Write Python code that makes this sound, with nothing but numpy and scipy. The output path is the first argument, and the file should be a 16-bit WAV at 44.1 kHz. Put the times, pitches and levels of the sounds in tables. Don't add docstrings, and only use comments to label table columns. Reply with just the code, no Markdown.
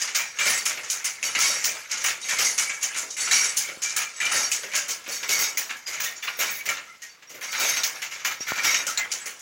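import sys
import numpy as np
from scipy import signal
from scipy.fft import rfft, irfft
from scipy.io import wavfile
from scipy.ndimage import uniform_filter1d, map_coordinates

SR = 44100
rng = np.random.default_rng(int(sys.argv[2]) if len(sys.argv) > 2 else 0)


def wrap_up_sound(samples):
    columns = np.atleast_2d(samples).T
    tamed = np.clip(columns, -1, 1)
    steps = np.round(tamed * 32767).astype(np.int16)
    wavfile.write(sys.argv[1], SR, steps)


def how_loud(loudness_db):
    steps = np.asarray(loudness_db, float) / 20
    return 10 ** steps


N = 414981

# frequency in Hz, level in dB per Hz.
WOOD = [(40, -70), (142, -36.5), (492, -12), (600, -13.5), (890, -10), (1370, -8.5), (1520, -8), (2300, -4),
        (3350, -13), (4500, -14), (5850, -31), (9900, -120)]
# frequency in Hz, level in dB per Hz.
STEEL = [(1760, -54), (3000, -5.5), (3370, -13), (4180, -8.5), (6400, 3.5), (7080, 1.5), (8300, -17),
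         (9500, -25), (12400, -33), (20900, -120)]
# frequency in Hz, level in dB per Hz.
REED = [(5000, -28), (7800, 0), (9900, 0), (11500, -6), (12400, -6), (13600, -11), (14400, -13),
        (16000, -12)]
# start in seconds, end in seconds, jangle in dB.
LIFTS = [(0.26, 0.617, -14.5), (1.22, 1.583, -9.5), (2.208, 2.53, -11.5), (3.085, 3.523, -8),
         (4.126, 4.483, -13), (5.072, 5.517, -6), (6.15, 6.613, -9), (7.08, 7.297, -17),
         (7.422, 7.815, -5.5), (8.389, 8.83, -8)]
# start in seconds, steel peak in dB, wood share in dB.
PULLS = [(.387, -17.5, -3), (1.2288, -18.5, -18), (2.2435, -23.5, -13), (2.2857, -13.5, -9.5),
         (3.1666, -19.5, -10.5), (3.2, -18, -28), (4.202, -18.5, -8), (5.117, -20, -18), (6.225, -26, -2),
         (7.411, -24.5, -7.5), (8.468, -23, -5)]
# start in seconds, steel peak in dB, wood share in dB, length over the usual.
FALLS = [(.456, -11, -9.5, 1.06), (1.3886, -9.5, -13, 1.7), (2.386, -10, -14, 0.75),
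         (2.4458, -10.5, -30, 0.74), (3.311, -9.5, -14, 1.3), (4.3405, -14, -13, 1.2),
         (5.2929, -10, -14, 1.1), (6.3895, -15, -9, 1.14), (7.5986, -13.5, -13, 0.78),
         (7.765, -20, -4.5, 0.49), (8.6343, -12, -9, 0.95)]
# start in seconds, steel peak in dB, wood share in dB.
BEATS = [(.6547, -9, -15), (1.641, -6.5, -24), (2.579, -8.5, -14.5), (2.62, -17, -15.5), (3.5683, -8, -32),
         (4.5154, -8.5, -21.5), (5.5724, -12, -23), (6.6563, -18, -10), (6.689, -17.5, -6.5),
         (7.834, -9, -19), (8.867, -11, -16)]
# start in seconds, steel peak in dB, wood share in dB, length over the usual.
THROWS = [(0, -18, -12.5, 1.2), (.0172, -12.5, -18.5, 0.76), (.9003, -10, -25, 0.91),
          (1.897, -25.5, -6.5, 1.2), (1.9108, -14, -20, 0.77), (2.828, -11.5, -18, 0.77),
          (3.819, -16.5, -17, 1), (3.833, -15, -25, 0.98), (4.735, -21.5, -5.5, 0.73),
          (4.7527, -9, -18.5, 0.92), (5.867, -19, -12.5, 1.65), (5.9998, -17.5, -10.5, 0.81),
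          (8.0183, -18, -7, 0.66), (8.1094, -23.5, -8.5, 1.56), (9.116, -14, -23, 0.54)]
# start in seconds, steel peak in dB, wood share in dB.
STOPS = [(.1483, -10.5, -14), (1.0432, -13.5, -14), (2.041, -9, -13), (2.973, -14.5, -21),
         (3.9634, -10, -14.5), (4.8823, -15.5, -15.5), (6.0372, -16, -12), (8.248, -14, -8),
         (9.2575, -22, -12.5)]
# start in seconds, steel peak in dB, wood share in dB.
KNOCKS = [(.772, -29.5, 0.5), (1.3494, -18, -1), (2.696, -21.5, -4), (3.255, -29, -7), (3.6855, -29, -1.5),
          (4.3161, -16.5, -8.5), (4.6328, -27.5, -1.5), (5.229, -23, -3.5), (5.693, -27.5, 0.5),
          (6.273, -28.5, 4.5), (6.7695, -33.5, 5.5), (7.223, -42, 0), (7.528, -29, 3.5), (7.9594, -35, -2),
          (8.1977, -28, -7), (8.578, -21, -0.5), (8.7426, -11, -10), (8.9738, -13.5, -9)]
# start in seconds, steel peak in dB, wood share in dB.
TICKS = [(.0747, -20, -9.5), (.8335, -25, -8.5), (1.9719, -18.5, -18.5), (2.0118, -18.5, -17),
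         (2.2144, -26, -52), (2.9457, -25, -5), (3.1043, -23, -40), (3.311, -14.5, -10),
         (1.9118, -16, -13.5), (1.228, -20, -7.5), (.147, -14.5, -12), (9.1177, -16.5, -22),
         (5.5724, -18, -12.5), (3.8197, -22, -15), (3.895, -19, -16), (4.715, -28, -6), (5.04, -32, -18),
         (.886, -26, -22), (2.812, -22.5, -17), (5.062, -33.5, 1.5), (4.163, -28, -26), (8.4807, -23, -9),
         (5.089, -25, -11), (5.9304, -21, -10.5), (7.0189, -25, -18), (7.2944, -30.5, -11),
         (7.3444, -35, -6), (8.405, -26, -9), (9.3935, -32, -35)]
# start in seconds, steel peak in dB, wood
# share in dB.
RATTLES = [(.185, -21, -8), (.366, -36, 0), (.572, -18.5, -16), (.695, -20, -7), (1.054, -14, -19),
           (1.263, -18, -22), (1.403, -14, -15), (2.082, -12.5, -8.5), (3.272, -30, 4), (2.735, -25, -25),
           (8.31, -22, -7), (2.962, -19, -25), (3.44, -11.5, -17), (3.562, -25, -14), (3.848, -20, -16),
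           (4.015, -16.5, -10), (4.252, -14.5, -15), (4.905, -13, -23), (5.288, -17, -7), (5.388, -16, -16),
           (5.418, -18, -23), (5.703, -25.5, -2.5), (5.765, -29.5, -20), (6.41, -22, -2), (6.4, -19, -20),
           (7.518, -24, -26), (7.548, -30, 4), (7.69, -14.5, -11), (8.036, -26, -18), (8.246, -20, -16),
           (8.415, -36, -23), (8.556, -23, -12), (8.645, -14.5, -7), (8.705, -16, -11), (9.105, -28, -15)]
# its blows, reed share in dB, shower decay (t60) in seconds,
# after-shake of the hooks in dB, after-shake of the frame in dB, first crack in dB.
BLOWS = [
    (PULLS, -19.5, 0.45, -19.5, -15, -1.5),
    (FALLS, -19.5, 0.47, -38, -43, -2.5),
    (BEATS, -19.5, 0.25, -19, -23.5, -2.4),
    (THROWS, -22, 0.31, -21.5, -23, -2.3),
    (STOPS, -19.5, 0.3, -24, -25, -1.8),
    (KNOCKS, -40.5, 0.16, -26, -21, -7),
    (TICKS, -25, 0.3, -30, -24.5, -0.96),
    (RATTLES, -21.5, 0.18, -24, -43, -10),
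]


def unit(x):
    return x / np.sqrt(np.mean(x ** 2) + 1e-20)


def along(points, hz):
    f, v = np.transpose(points)
    return np.interp(np.log(hz + 1), np.log(f + 1), v)


def wobble(rate):
    steps = np.arange(0, N + 16, 16)
    knots = rng.standard_normal(int(N * rate / SR) + 4)
    return np.interp(np.arange(N), steps, map_coordinates(knots, [steps * rate / SR]))


def coloured(x, spectrum):
    size = 4096
    cepstrum = irfft(np.log(how_loud(along(spectrum, np.fft.rfftfreq(size, 1 / SR))) + 1e-6))
    cepstrum[1:size // 2] *= 2
    cepstrum[size // 2 + 1:] = 0
    response = irfft(np.exp(rfft(cepstrum)))
    return signal.oaconvolve(x, response / np.linalg.norm(response))[:N]


def contacts(rate, patchy_db):
    lumps = how_loud(2.2 * np.clip(wobble(rate), -2, 2))
    z = signal.stft(rng.standard_normal(N) * lumps, nperseg=256)[2]
    for bins, frames in ((2, 6), (9, 18)):
        field = uniform_filter1d(rng.standard_normal(z.shape), bins, 0)
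        field = uniform_filter1d(field, frames, 1)
        z = z * how_loud(patchy_db * np.clip(unit(field), -2.5, 2.5))
    return unit(signal.istft(z, nperseg=256)[1][:N])


def ringing(modes, drive, rate, lumpy_db, fickle_db):
    out = np.zeros(N)
    for hz, width_hz, db in modes:
        radius = np.exp(-np.pi * max(width_hz, 34) / SR)
        turn = 2 * np.pi * hz / SR
        power_gain = np.sqrt(1 - radius ** 2) * 2 * np.sin(turn)
        level_db = lumpy_db * wobble(rate) + fickle_db * np.clip(wobble(11), -2.5, 1.3)
        strikes = drive * unit(rng.standard_normal(N) * how_loud(level_db))
        resonator = [1, -2 * radius * np.cos(turn), radius ** 2]
        out += how_loud(db) * power_gain * signal.lfilter([1], resonator, strikes)
    return out / np.linalg.norm(how_loud(np.transpose(modes)[2]))


def showers(stretch):
    crack_t60, build_up = 0.026, 0.034
    power, t = np.zeros((3, N + SR)), np.arange(SR // 3) / SR
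    crack = how_loud(-60 * t / crack_t60)
    for rows, reed_db, usual_t60, _, _, crack_db in BLOWS:
        for s, db, wood_db, *length in rows:
            t60 = max(usual_t60 * np.prod(length), .02)
            build = 1 - np.exp(-t / (build_up * t60 ** 2))
            shower = how_loud(-60 * t / (t60 * np.c_[stretch])) * build
            level = how_loud(2 * (db + np.c_[[0, wood_db, reed_db]]))
            power[:, round(s * SR):][:, :len(t)] += level * (shower ** 2 + (how_loud(crack_db) * crack) ** 2)
    return np.sqrt(power[:, :N])


def late_body(x, strength):
    body_hz, lag_s = 1050, 0.02
    keep = np.exp(-1 / (SR * lag_s))
    moving = signal.lfilter([1 - keep], [1, -keep], strength) / (strength + 1e-9)
    low = signal.sosfiltfilt(signal.butter(2, body_hz, fs=SR, output="sos"), x)
    return x - (1 - np.clip(moving, 0, 1)) * low


def struck_materials(steel, wood, reed):
    # frequency in Hz, level in dB.
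    batten = [(150, -31), (600, -7), (1300, -1), (3000, 0.5), (4500, -1)]
    out = how_loud(-11.0) * coloured(steel * contacts(300, patchy_db=1.2), STEEL)
    wooden = coloured(wood * contacts(200, patchy_db=1.0), WOOD)
    out += how_loud(-4.0) * late_body(coloured(wooden, batten), wood)
    return out + how_loud(0.5) * coloured(reed * contacts(300, patchy_db=2), REED)


def shaking():
    # peak in seconds, hooks in dB, frame in dB,
    # settling time over the usual.
    swells = [(.5, -20.5, -27.5, 0.67), (1.431, -21.5, -26, 1.47), (2.42, -24, -28, 0.99),
              (3.35, -23, -24, 1.4), (4.35, -20.5, -22.5, 1.07), (5.428, -24.5, -22, 0.47),
              (6.43, -32.5, -28.5, 1.23), (7.632, -24, -22, 1.35), (8.67, -26.5, -23.5, 1.46)]
    rise_db_per_s, fall_db_per_s = [135, 107], [54, 82]
    swell_lead_s = 0.11
    after_s, after_rise_db_per_s, after_fall_db_per_s = 0.031, 301, [61, 71.5]
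    power, t = np.full((2, N + 2 * SR), 1e-7), np.arange(-SR // 2, SR // 2) / SR
    rise = np.minimum(np.c_[rise_db_per_s] * t, after_rise_db_per_s * (t + swell_lead_s))
    after = how_loud(2 * np.minimum(after_rise_db_per_s * t, -np.c_[after_fall_db_per_s] * t))
    peaks = []
    for s, hooks_db, frame_db, settle in swells:
        fall = -np.c_[fall_db_per_s] * t / settle
        peaks.append((s, hooks_db, frame_db, how_loud(2 * np.minimum(rise, fall))))
    for rows, _, _, hooks_db, frame_db, _ in BLOWS:
        for s, db, *_ in rows:
            peaks.append((s + after_s, db + hooks_db, db + frame_db, after))
    for s, hooks_db, frame_db, shape in peaks:
        power[:, round(s * SR):][:, :len(t)] += how_loud(2 * np.c_[[hooks_db, frame_db]]) * shape
    return np.sqrt(power[:, SR // 2:][:, :N])


def rustle(hooks, frame):
    out = how_loud(-12) * coloured(hooks * contacts(300, patchy_db=4.0), STEEL)
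    hard_shake = hooks * (hooks / how_loud(-20.0)) ** 0.27
    out += how_loud(-14.5) * coloured(hard_shake * contacts(300, patchy_db=5), REED)
    return out + how_loud(-8.5) * coloured(frame * contacts(200, patchy_db=3.5), WOOD)


def jangle(hooks, steel):
    # frequency in Hz, width in Hz, level in dB.
    hook_modes = [(3790, 42, -5.5), (3900, 70, -12), (4540, 51, -2), (5150, 170, -1), (5640, 43, 2.5),
                  (5840, 45, -2.5), (6300, 50, -2), (6470, 37, 0.5), (6890, 60, -9), (7727, 40, -6.5),
                  (8000, 35, -13), (9120, 60, -10.5), (9920, 60, -10), (12200, 49, -16.5)]
    now = np.arange(N) / SR
    swing = sum(how_loud(db) * (now > a) * (now < b) for a, b, db in LIFTS)
    free = how_loud(-22) + uniform_filter1d(swing, size=1500)
    drive = free * (hooks + how_loud(-13.5) * steel)
    return how_loud(-1.0) * ringing(hook_modes, drive, 120, lumpy_db=2.5, fickle_db=3.5)


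def frame_bars(frame, wood):
    # frequency in Hz, width in Hz, level in dB.
    bar_modes = [(595, 103, -14.5), (1335, 44, -6), (1425, 43, -8), (1658, 39, -3.5), (1853, 35, -5),
                 (2069, 54, -2.5), (2132, 33, -2.5), (2229, 40, -3), (2271, 42, -2), (2367, 40, -2.5),
                 (2680, 170, -6.5), (2915, 87, -6), (3580, 77, -13)]
    drive = how_loud(-13.5) * frame + how_loud(-9.5) * wood
    return ringing(bar_modes, drive, 90, lumpy_db=4.5, fickle_db=5.5)


def pings(strengths):
    # middle frequency in Hz, spread of log pitch, level in dB.
    kinds = [(2147, .3, -8.5), (5800, 0.21, -10.5), (10100, 0.14, -27)]
    per_s, t60, rise_s, range_db = 230, 0.12, 0.0014, 15.5
    out, k = np.zeros(N), np.arange(1350)
    fade = np.cos(np.pi / 2 * k / len(k))
    shape = how_loud(-60 * k / SR / t60) * (1 - np.exp(-k / SR / rise_s)) * fade
    for (middle_hz, spread, db), strength in zip(kinds, strengths):
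        u = rng.random((int(N / SR * per_s), 3))
        start = (u[:, :1] * (N - 1)).astype(int)
        hz = middle_hz * np.exp(spread * 3.4 * (u[:, 1:2] - .5))
        level = how_loud(range_db * (u[:, 2:] - 1.0)) * strength[start]
        grains = level * np.sin(2 * np.pi * hz * k / SR) * shape
        out += how_loud(db) * np.bincount((start + k).ravel(), grains.ravel(), N + len(k))[:N]
    return out


def rings():
    # start in seconds, level in dB, frequency in Hz, length in seconds.
    bar_rings = [(0.188, -30, 2382, 0.055), (2.659, -31.5, 2264, 0.14), (3.322, -23.5, 2288, 0.13),
                 (4.044, -35.5, 2379, 0.04), (4.201, -25, 2363, 0.087), (5.309, -27.5, 2227, 0.072),
                 (6.046, -34, 1860, 0.082), (6.861, -49.5, 1335, 0.08), (6.883, -50, 2070, 0.12),
                 (8.29, -38, 1293, 0.064), (2.028, -33, 2940, 0.046), (0.379, -25, 2360, .07),
                 (.38, -28, 2870, .05), (0.449, -30, 2302, .07), (6.677, -36, 2240, 0.025),
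                 (1.341, -28, 2870, .03), (3.634, -37.5, 2260, 0.085), (3.837, -30.5, 2360, 0.054),
                 (3.998, -40, 1249, 0.055), (6.05, -37.5, 3531, 0.065), (6.21, -42, 2907, .05),
                 (6.215, -39, 3531, 0.046), (7.01, -44, 1873, 0.056), (8.25, -35, 2239, .05),
                 (8.472, -32, 1414, 0.038), (8.654, -24.5, 2240, 0.069), (8.874, -33.5, 1335, 0.046),
                 (8.973, -25.5, 2062, 0.058)]
    # start in seconds, level in dB, frequency in Hz.
    hook_rings = [(0, -31, 4900), (1.231, -39, 7727), (1.236, -32.5, 4540), (1.257, -33, 6480),
                  (1.512, -37, 8000), (2.211, -38.5, 3790), (2.225, -44, 4420), (2.229, -28.5, 6450),
                  (2.435, -23, 6450), (3.164, -33, 7713), (3.19, -35, 4490), (3.242, -33, 7100),
                  (3.431, -27, 5630), (3.454, -38, 7850), (4.148, -38, 7830), (4.418, -25, 5630),
                  (5.102, -36, 4500), (5.38, -33, 7715), (5.849, -34.5, 4900), (6.376, -35, 12400),
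                  (6.543, -45, 11039), (7.683, -29, 5550), (7.941, -42, 5600), (9.19, -44, 7731),
                  (.005, -49, 9238), (.395, -30, 7700), (.535, -31, 7700), (.575, -36, 4565),
                  (1.225, -41, 12300), (1.405, -40, 9905), (1.455, -33, 4544), (1.475, -42, 12274),
                  (1.49, -40, 9905), (1.495, -39, 8915), (2.2, -48, 9152), (2.395, -37, 12240),
                  (2.425, -27, 5700), (3.195, -43, 9087), (3.3, -25.5, 3970), (4.305, -29.5, 9884),
                  (4.395, -23.5, 6438), (5.095, -46, 10745), (5.105, -47, 9496), (5.115, -45, 7800),
                  (5.135, -36, 5600), (5.375, -28, 6481), (5.395, -36, 12200), (5.985, -42, 4130),
                  (6.15, -43, 7106), (6.155, -44, 6600), (6.48, -40, 8060), (6.543, -43, 12274),
                  (7.085, -47, 4560), (7.26, -46, 5680), (7.474, -40, 4580), (7.665, -36, 12274),
                  (8.395, -34, 5620)]
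    out, drift = np.zeros(N + SR), 1.5 * wobble(80)
    parts = bar_rings + [(*row, 0.06) for row in hook_rings]
    parts = parts + [(s, db - 33, 5640, 0.05) for s, _, db in LIFTS]
    for s, db, hz, length in parts:
        start, t = round((s + .012) * SR), np.arange(round(2 * length * SR)) / SR
        swell = (1 - np.exp(-t / 0.0015)) * how_loud(-14 * (t / length) ** 1.9)
        tone = np.sin(2 * np.pi * hz * t + np.resize(drift[start:], len(t)))
        out[start:][:len(t)] += how_loud(db + 2.0 - 0.00019 * hz) * swell * tone
    return out[:N] * how_loud(4 * np.clip(wobble(110), -2.5, 1.2))


def yard():
    # frequency in Hz, level in dB per Hz.
    far_spectrum = [(40, -16), (130, -16), (350, -15), (2200, -8), (3800, -13.5), (6400, -15.5),
                    (9000, -29), (16000, -35)]
    level = how_loud(-53 + 2 * wobble(6))
    return level * coloured(contacts(60, patchy_db=0.5), far_spectrum)


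def shed(x):
    # frequency in Hz, decay (t60) in seconds.
    decay = [(300, 0.52), (2000, 0.18), (5500, 0.096), (14000, 0.14)]
    out, hop = np.zeros(N + 2 * SR), SR // 4
    for start in range(0, N, hop):
        hz, t, z = signal.stft(rng.standard_normal(SR // 2), SR, nperseg=256)
        fading = how_loud(-60 * t / along(decay, hz)[:, None])
        tail = signal.istft(z * fading, SR, nperseg=256)[1]
        piece = x[start:start + 2 * hop] * np.hanning(2 * hop)[:N - start]
        wet = signal.fftconvolve(piece, tail / np.linalg.norm(tail))
        out[start + 300:][:len(wet)] += wet
    return out[:N]


def snaps():
    # start in seconds, peak in dB.
    bursts = [(0.157, -17), (0.392, -27), (0.4703, -24), (0.4968, -22), (0.5676, -32), (0.6534, -31),
              (0.9073, -29), (1.043, -26), (1.3862, -22), (1.6447, -15), (2.0393, -16), (2.385, -21),
              (2.5825, -34), (2.8295, -27), (2.9736, -30), (3.3139, -33), (3.5713, -16), (3.9644, -18),
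              (4.3201, -22), (4.5191, -32), (4.7566, -30), (4.8838, -25), (5.1078, -31), (5.2769, -32),
              (5.3892, -22), (5.5732, -22), (5.9998, -24), (6.0392, -28), (6.2292, -32), (6.3694, -35),
              (6.3899, -22), (6.5046, -21), (6.5555, -33), (6.6528, -32), (6.6877, -33), (7.42, -41),
              (7.5188, -34), (7.5882, -24), (7.8351, -24), (8.0187, -41), (8.2516, -27), (8.4786, -35),
              (8.8692, -32), (8.975, -27), (9.1177, -30), (9.2594, -32)]
    # frequency in Hz, level in dB per Hz.
    fine = [(11500, -44), (13600, -12), (14500, -1), (15300, 5), (16000, 0)]
    level_db, t60, rise_s = -8, 0.23, 0.0018
    power, t = np.zeros(N + SR), np.arange(SR // 3) / SR
    shape = how_loud(-60 * t / t60) * (1 - np.exp(-t / rise_s))
    for s, db in bursts:
        power[round(s * SR):][:len(t)] += (how_loud(db + level_db) * shape) ** 2
    return coloured(np.sqrt(power[:N]) * contacts(250, patchy_db=-1), fine)


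def lever():
    # frequency in Hz, level in dB, decay (t60) in seconds.
    lever_modes = [(1755, 1.5, 0.11), (2070, 0, 0.18), (2363, 1, 0.24), (2690, -3, 0.19), (2860, -7, .14),
                   (3270, -4, 0.092), (3510, -14, .12)]
    out, t = np.zeros(N + SR), np.arange(SR // 5) / SR
    hz, level_db, t60 = np.transpose(lever_modes)[:, :, None]
    chances = rng.standard_normal((len(PULLS), 2, len(lever_modes), 1))
    for (s, db, wood_db), (level_chance, phase_chance) in zip(PULLS, chances):
        decay = how_loud(level_db + 3.1 * level_chance - 60 * t / t60)
        modes = decay * np.sin(2 * np.pi * hz * t + 2 * phase_chance)
        soft_start = 1 - np.exp(-t / 0.004)
        out[round(s * SR):][:len(t)] += how_loud(db + wood_db - 6) * modes.sum(axis=0) * soft_start
    return out[:N]


def looms():
    steel, wood, reed = showers(stretch=[1.01, 1.1, .85])
    hooks, frame = shaking()
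    out = struck_materials(steel, wood, reed) + rustle(hooks, frame)
    out += jangle(hooks, steel) + frame_bars(frame, wood) + lever()
    bar_touch = frame + how_loud(-7) * wood
    hook_touch = hooks + how_loud(-17) * steel
    return out + pings([bar_touch, hook_touch, hook_touch])


def clacks():
    # start in seconds, peak in dB, pitch of the struck bar in Hz.
    hits = [(.388, -20, 2500), (1.228, -20, 2500), (1.353, -26, 2690), (2.6954, -22, 2260),
            (3.3116, -15, 2100), (4.2026, -21, 1960), (4.5165, -19, 2700), (4.745, -20, 2620),
            (5.573, -21, 2210), (6.6884, -19, 2270), (7.8337, -21, 3900), (8.9747, -15, 3800),
            (9.1187, -21, 5200)]
    t60, plate_hz, plate_db = 0.046, 6830, -2.5
    out, t = np.zeros(N + SR), np.arange(SR // 20) / SR
    for (s, db, hz), u in zip(hits, rng.standard_normal((len(hits), 2, 4, 1))):
        bar = np.sin(2 * np.pi * hz * (1 + 0.071 * u[0]) * t).sum(axis=0)
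        plate = how_loud(plate_db) * np.sin(2 * np.pi * plate_hz * (1 + 0.059 * u[1]) * t).sum(axis=0)
        shape = how_loud(db - 5 - 60 * t / t60) * (1 - np.exp(-t / .0008))
        out[round(s * SR):][:len(t)] += shape * (bar + plate)
    return out[:N]


def treadles():
    # start in seconds, level in dB.
    thuds = [(.47, -40), (2.385, -40), (2.96, -47.5), (3.03, -44.5), (3.685, -41.5), (4.34, -40),
             (4.63, -42), (4.885, -43), (5.075, -38.5), (5.225, -44), (5.29, -38), (5.875, -46.5),
             (6.28, -54), (6.385, -37.5), (6.66, -44), (7.3, -48.5), (7.345, -47), (7.6, -38.5),
             (8.64, -43), (9.258, -46)]
    # frequency in Hz, level in dB per Hz.
    boards = [(120, -15.5), (250, -8.5), (550, 2.5), (1100, -20)]
    push, t = np.zeros(N + SR), np.arange(SR // 2) / SR
    for s, db in thuds:
        push[round(s * SR):][:len(t)] += how_loud(db - 60 * t / 0.3) * (1 - np.exp(-t / 0.0022))
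    return coloured(push[:N] * rng.standard_normal(N), boards)


def taps():
    # start in seconds, peak in dB, rebound in Hz.
    touches = [
        (3.772, -34, 179),
        (4.031, -51, 200),
        (8.406, -27.5, 210),
        (8.52, -8, 600),
    ]
    out, t = np.zeros(N), np.arange(SR // 40) / SR
    for s, db, hz in touches:
        push = np.exp(-((5 * hz * t - 1.2) / 0.39) ** 2)
        swing = .5 * np.sin(2 * np.pi * hz * t - 1.4) * np.exp(-2.2 * hz * t)
        rebound = swing * (1 - np.exp(-(4 * hz * t) ** 4))
        out[round(s * SR):][:len(t)] += how_loud(db) * (rebound - push)
    return out


def scene():
    near = looms() + treadles() + rings() + snaps() + clacks()
    mix = near + how_loud(-8.5) * shed(near) + taps() + yard()
    return np.tile(mix, (2, 1))


def band_limit(x):
    return signal.sosfilt(signal.butter(12, 17010, fs=SR, output="sos"), x)


def record(dry):
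    # time in seconds, upper treble in dB, lower treble in dB.
    aim = [(0, -1.5, -0.5), (1, 3, 3), (1.9, -2, -3), (2.75, -1.5, 4), (3.602, -1, 1.5), (4.4, -0.5, -0.5),
           (5.3, 7, -2), (6.3, 7, -3.5), (6.8, 5.5, -3.5), (7.3, 8.5, -0.5), (8, 6, -10.5), (8.7, 9, -12),
           (9.05, 0, 1.5), (9.4, 4.5, 5.5)]
    ceiling, low_hz, top_hz = .43, 88, 15870
    treble = signal.sosfiltfilt(signal.butter(4, 7700, "high", fs=SR, output="sos"), dry[:1])
    upper = signal.sosfiltfilt(signal.butter(4, 11500, "high", fs=SR, output="sos"), dry[:1])
    now = np.arange(N) / SR
    s, upper_db, lower_db = np.transpose(aim)
    upper_gain = how_loud(np.interp(now, s, upper_db))
    lower_gain = how_loud(np.interp(now, s, lower_db))
    x = dry - treble + upper_gain * upper + lower_gain * (treble - upper)
    x = x / (1 + abs(x / ceiling) ** 4) ** (1 / 4)
    x = signal.sosfilt(signal.butter(3, low_hz, "high", fs=SR, output="sos"), x)
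    x = irfft(rfft(x) * (np.fft.rfftfreq(N, 1 / SR) < top_hz), N)
    return band_limit(x)


dry = scene()
out = record(dry)
wrap_up_sound(out)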